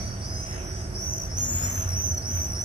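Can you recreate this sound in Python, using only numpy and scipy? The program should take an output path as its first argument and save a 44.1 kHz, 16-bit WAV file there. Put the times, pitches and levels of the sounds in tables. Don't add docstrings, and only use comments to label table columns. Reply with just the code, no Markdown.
import sys
import numpy as np
from scipy import signal
from scipy.fft import rfft, irfft, next_fast_len
from scipy.io import wavfile
from scipy.ndimage import uniform_filter1d, map_coordinates

SR = 44100
rng = np.random.default_rng(int(sys.argv[2]) if len(sys.argv) > 2 else 0)


def file_out(sig):
    cols = np.atleast_2d(sig).T
    lim = np.clip(cols, -1, 1)
    pcm = np.round(lim * 32767).astype(np.int16)
    wavfile.write(sys.argv[1], SR, pcm)


def gain_from_db(level_db):
    decades = np.asarray(level_db, float) / 20
    return 10 ** decades


N = 116424

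# start_s, level_db
ENGINE_LEVEL = [
    (0.0, -32),
    (0.14, -36),
    (0.9, -35.5),
    (1.02, -42),
    (1.1, -31.5),
    (1.23, -41),
    (1.26, -34.5),
    (2.51, -35),
    (2.64, -39.5),
]
# start_s, level_db
TYRE_LEVEL = [
    (0.0, -47.5),
    (0.41, -50),
    (0.53, -46),
    (0.88, -50),
    (1.27, -50),
    (1.68, -45),
    (2.21, -50.5),
    (2.38, -46.5),
    (2.42, -49),
    (2.64, -49),
]
# freq_hz, density_db_per_hz
RUMBLE_SPECTRUM = [(12, -72), (20, -17), (36, -9), (86, 4), (140, -9), (184, -15.5), (240, -13.5),
                   (330, -30.5), (450, -55)]
TOWN_SPECTRUM = [(150, -36), (260, -10), (370, -3.5), (430, -11), (650, -8), (1010, -17.5), (1500, -15),
                 (2560, -26), (4200, -39.5), (5500, -48)]
TYRE_SPECTRUM = [(300, -5), (700, -3), (1500, 2), (2500, -5.5), (4200, -15.5), (6000, -32)]
AIR_SPECTRUM = [(3000, -47), (4300, -16), (5800, 11), (6400, 1), (6900, -24), (8500, -6.5), (11500, -8),
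                (13000, -30), (15400, -45)]
# freq_hz, correlation
LIKENESS = [(60, .96), (200, .95), (400, .76), (800, .66), (1500, .27), (3000, .3), (8000, .1)]
TOWN_DB, TYRE_DB, AIR_DB = -46, 3, -45.5

# pitch_hz, wander_hz, start_s, end_s
MOTORS = [
    (653, 3, -1, 4),
    (367, 10, .45, 1.3),
    (238, 10, 1.28, 1.9),
    (181, 14, -1, 4),
    (1480, 30, 2.2, 2.5),
    (92, 12, 1.15, 4),
    (126, 10, -1, 4),
    (48, 8, .3, 2.1),
]
MOTOR_LEVELS_DB = [-56, -51, -46.5, -50, -53.5, -37, -47.5, -45]

# start_s, length_s, top_pitch_hz, top_at_share_of_length, swoop_share_of_pitch
SCREAMS = [(-.3, .47, 6150, .45, .1), (-.1, .3, 4700, .8, .1), (.2, .43, 6200, .62, 0),
           (.213, .3, 5220, .95, .04), (.45, .12, 5400, .35, .02), (.59, .2, 5920, .55, .02),
           (.69, .245, 5090, .7, 0), (.6, .3, 5700, .5, 0), (.932, .333, 6150, .52, .12),
           (.94, .3, 5880, .55, .13), (1.07, .121, 6950, .5, .05), (1.29, .296, 5900, .45, .09),
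           (1.362, .476, 7000, .48, .13), (1.612, .33, 6120, .48, .14), (1.918, .278, 6090, .42, .06),
           (2.216, .26, 6060, .37, .2), (2.246, .315, 6020, .4, .08), (2.546, .3, 5950, .3, .1),
           (.19, .14, 5520, .7, .01), (-.15, .3, 5650, .5, 0), (2.0, .2, 5860, .4, 0)]
SCREAM_LEVELS_DB = [-48, -54, -46.5, -42, -42, -46.5, -47.5, -47.5, -35.5, -40, -44, -39, -36, -37, -32,
                    -35.5, -32, -29.5, -46, -51, -38]
TRILL_RATES_HZ = [60, 50, 55, 4, 60, 60, 4, 4, 55, 62, 45, 31, 40, 70, 31, 4, 62, 60, 4, 45, 31]
SAGS = [.07, .05, .06, .05, .05, .04, .015, .015, .07, .05, .03, .045, .09, .075, .055, .08, .075, .07, .02,
        .03, .03]
TURNS_DB = [0, -4, 0, 0, 0, 6, 12, 8, 7, -4, 6, 0, -9, 0, -1, 3, 4, 6, 0, 0, 6]
BEAKS_DB = [-3, -3, -3, 0, 0, -3, -3, -3, -3, -6, -5, -10, -1, 2, -4, -7, -1, -5, -3, -3, -3]
ODD_AT = [.5, .5, .5, .5, .5, .5, .5, .5, .3, .3, .5, .5, .1, .35, .45, .4, .33, .3, .5, .5, .5]
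# start_s, pitch_hz, level_db, half_length_s, fall_share_of_pitch_per_s
CHIPS = [
    (1.251, 4800, -45, .003, 20),
    (1.572, 4400, -56, .004, 20),
    (1.893, 4950, -47, .003, 15),
    (1.905, 4100, -53, .003, 12),
    (2.181, 4340, -46.5, .007, 1),
    (2.576, 4500, -46, .0015, 40),
]
# multiple_of_main_line, level_db
PARTIALS = [(.5, -40), (1, 0), (1.5, -22), (2, -12), (2.5, -26)]

ATTACK_S, RELEASE_S, FADE_DB = .013, .015, 2.5
SWOOP_S, ARCH_SHARE = .015, .09
WAVER_SHARE, FLUTTER_DB, RASP = .0075, 1.2, .33
BUZZ_HZ, BUZZ_DEPTH, BUZZ_SCATTER = 275, .3, .16
BUZZ_SWING = .38
TRILL_SHARE, TRILL_MIN_S, TRILL_DEPTH, TRILL_SHARP, TRILL_DB = .36, .09, .86, 2, 2.5
ODD_DB, ODD_SPAN, ODD_DIP_DB = 4, .16, 10
NEAR_DB, AIR_LOSS = -37, .51
ECHO_DB, ECHO_T60_S, FAR_WET = -8, .4, .2
DRIFT_HZ, OVERHEAD_LAG_S = 1.5, .00004
TOWN_LAG_S = .00028

# freq_hz, left_over_right_db
PORT_DIFFERENCE = [(60, -1.5), (600, -4.5), (1500, -2), (6500, -2), (8500, 18), (12000, 7), (15000, 25)]
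# freq_hz, gain_db
MIC_RESPONSE = [(6300, 1.5), (6900, 1.5), (7300, -2.5), (7700, 6), (8200, -4), (12300, -3.5), (13300, -10),
                (15400, 1.5)]
TOP_HZ = 15400


def unit(x):
    return x / np.sqrt(np.mean(x ** 2) + 1e-20)


def along(points, hz):
    f, v = np.transpose(points)
    return np.interp(np.log(hz + 1), np.log(f + 1), v)


def curve(rows):
    return np.interp(np.arange(N) / SR, *np.transpose(rows))


def wobble(rate_hz, size=N):
    knots = rng.standard_normal(int(N * 400 / SR))
    return map_coordinates(knots, [np.arange(size) * rate_hz / SR + 2])


def filtered(x, response):
    m = next_fast_len(N + SR // 2)
    return irfft(rfft(x, m) * response(np.fft.rfftfreq(m, 1 / SR)), m)[..., :N]


def late(x, lag_s):
    sides = np.array([[.5], [-.5]])
    return filtered(x, lambda hz: np.exp(-2j * np.pi * hz * sides * lag_s))


def rush(spectrum, patchy_db):
    z = signal.stft(rng.standard_normal((2, N)), nperseg=512)[2]
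    patches = uniform_filter1d(rng.standard_normal(z.shape[1:]), 6, 0)
    patches = uniform_filter1d(patches, 14, 1)
    pair = signal.istft(z * gain_from_db(patchy_db * unit(patches)), nperseg=512)[1][:, :N]
    points = [(4.6, -120)] + list(spectrum) + [(22000, -120)]

    def response(hz):
        angle = np.arccos(np.clip(along(LIKENESS, hz), -1, 1)) / 2
        return gain_from_db(along(points, hz)) * [np.cos(angle), np.sin(angle)]

    mid, side = filtered(pair, response)
    return unit(np.array([mid + side, mid - side]))


def traffic():
    engines = gain_from_db(curve(ENGINE_LEVEL) + wobble(9)) * rush(RUMBLE_SPECTRUM, patchy_db=.5)
    swell_db = curve(TYRE_LEVEL)
    peak_db = swell_db.max()
    tyre_db = TYRE_DB + peak_db + 2.92 * (swell_db - peak_db)
    tyres = gain_from_db(tyre_db) * rush(TYRE_SPECTRUM, patchy_db=2.5)
    town = gain_from_db(TOWN_DB) * rush(TOWN_SPECTRUM, patchy_db=.07)
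    air = gain_from_db(AIR_DB) * rush(AIR_SPECTRUM, patchy_db=4.0)
    return engines + tyres + town + air


def motors():
    t = np.arange(N) / SR
    total = np.zeros(N)
    for (hz, wander_hz, start_s, end_s), db in zip(MOTORS, MOTOR_LEVELS_DB):
        level = gain_from_db(db + 1.1 * wobble(7.84))
        fade = np.clip(np.minimum(t - start_s, end_s - t) / .2, 0, 1)
        phase = 2 * np.pi * np.cumsum(hz + wander_hz * wobble(14) / 2) / SR
        total += level * fade * np.sqrt(2) * np.sin(phase)
    return total


def whistle(hz, gain, db, beak_db=0, odd_db=0):
    phase = 2 * np.pi * np.cumsum(hz, axis=-1) / SR
    n = phase.shape[-1]
    overtone_db = beak_db + AIR_LOSS * min(db - NEAR_DB, 0)
    total = 0
    for k, part_db in PARTIALS:
        odd = k % 1
        level_db = part_db + overtone_db * (k > 1) + (odd > 0) * (odd_db + ODD_DB * wobble(17.0, n) / 2)
        rasp = 1 + RASP * (k + 3 * odd) * wobble(380, n)
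        total = total + gain_from_db(level_db) * rasp * np.sin(k * phase)
    return gain_from_db(db) * gain * total


def scream(length_s, top_hz, top_at, swoop, sag, db, turn_db, beak_db, odd_at, trill_hz):
    n = int(length_s * SR)
    t = np.arange(n) / SR
    x = t / length_s
    rise = ARCH_SHARE * (1 - x / top_at) ** 2
    sink = sag * abs((x - top_at) / (1 - top_at)) ** 2.0
    below = swoop * np.exp(-t / SWOOP_S) + np.where(x < top_at, rise, sink)

    buzz_hz = BUZZ_HZ * (1 + BUZZ_SCATTER * wobble(117.6, n))
    buzz = 2 * np.pi * np.cumsum(buzz_hz) / SR
    waver = WAVER_SHARE * (wobble(34.44, n) + .5 * wobble(145.9, n))
    hz = top_hz * (1 - below + waver)
    hz = hz + DRIFT_HZ * np.outer([1, -1], wobble(8.2, n))
    hz = hz + BUZZ_SWING * buzz_hz * np.cos(buzz)

    trill_s = max(TRILL_SHARE * length_s, TRILL_MIN_S)
    broken = np.clip((t - length_s + trill_s) / .027, 0, 1)
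    beat = 2 * np.pi * trill_hz * (length_s - t)
    pulse = ((1 - np.cos(beat)) / 2) ** TRILL_SHARP
    gate = 1 - TRILL_DEPTH * broken * (1 - pulse)
    odd_db = -ODD_DIP_DB * np.clip(((x - odd_at) / ODD_SPAN) ** 2 - broken, 0, 1 - broken / 2)

    ends = (1 - np.exp(-t / ATTACK_S)) * np.clip((length_s - t) / RELEASE_S, 0, 1)
    body = ends * gain_from_db(-FADE_DB * abs(x - top_at) * 2 + turn_db * (x - 1.0) + TRILL_DB * broken)
    port_flutter = np.array([wobble(32, n), wobble(29.0, n)])
    flutter = gain_from_db(FLUTTER_DB * (wobble(46.7, n) + .95 * port_flutter))
    gain = np.sqrt(2) * body * gate * (1 + BUZZ_DEPTH * np.sin(buzz)) * flutter
    return whistle(hz, gain, db, beak_db, odd_db)


def add_call(flock, call, start, echo_db):
    send = gain_from_db([0, echo_db])[:, None, None]
    flock[..., start:][..., :call.shape[-1]] += send * call


def add_screams(flock):
    rows = zip(SCREAMS, SAGS, SCREAM_LEVELS_DB, TURNS_DB, BEAKS_DB, ODD_AT, TRILL_RATES_HZ)
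    for (start_s, *shape), sag, db, *manner in rows:
        call = scream(*shape, sag, db, *manner)
        add_call(flock, call, round((start_s + 1) * SR), ECHO_DB + FAR_WET * max(NEAR_DB - db, 0))


def add_chips(flock):
    t = np.arange(-800, 800) / SR
    for s, hz, db, half_s, fall in CHIPS:
        chip = whistle(hz * (1 - fall * t), np.exp(-(t / half_s) ** 2), db)
        add_call(flock, chip, round((s + 1) * SR) - 800, ECHO_DB)


def yard_echo(sent):
    t = np.arange(SR // 2) / SR
    tail = rng.standard_normal((2, len(t))) * gain_from_db(-60 * t / ECHO_T60_S) * (1 - np.exp(-t / .008))
    return signal.fftconvolve(sent, tail / np.linalg.norm(tail[0]), axes=1)[:, :sent.shape[1]]


def swifts():
    flock = np.zeros((2, 2, N + 2 * SR))  # direct/send, port, time; 1 s lead-in
    add_screams(flock)
    add_chips(flock)
    direct, sent = flock
    return (direct + yard_echo(sent))[:, SR:SR + N]


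def scene():
    return late(traffic() + motors(), TOWN_LAG_S) + late(swifts(), OVERHEAD_LAG_S)


def roll_off(x):
    return signal.sosfilt(signal.butter(12, 15400, fs=SR, output="sos"), x)


def record(dry):
    sides = np.array([[.5], [-.5]])

    def ports(hz):
        return gain_from_db(sides * along(PORT_DIFFERENCE, hz) + along(MIC_RESPONSE, hz)) * (hz < TOP_HZ)

    return roll_off(filtered(dry, ports))


dry = scene()
out = record(dry)
file_out(out)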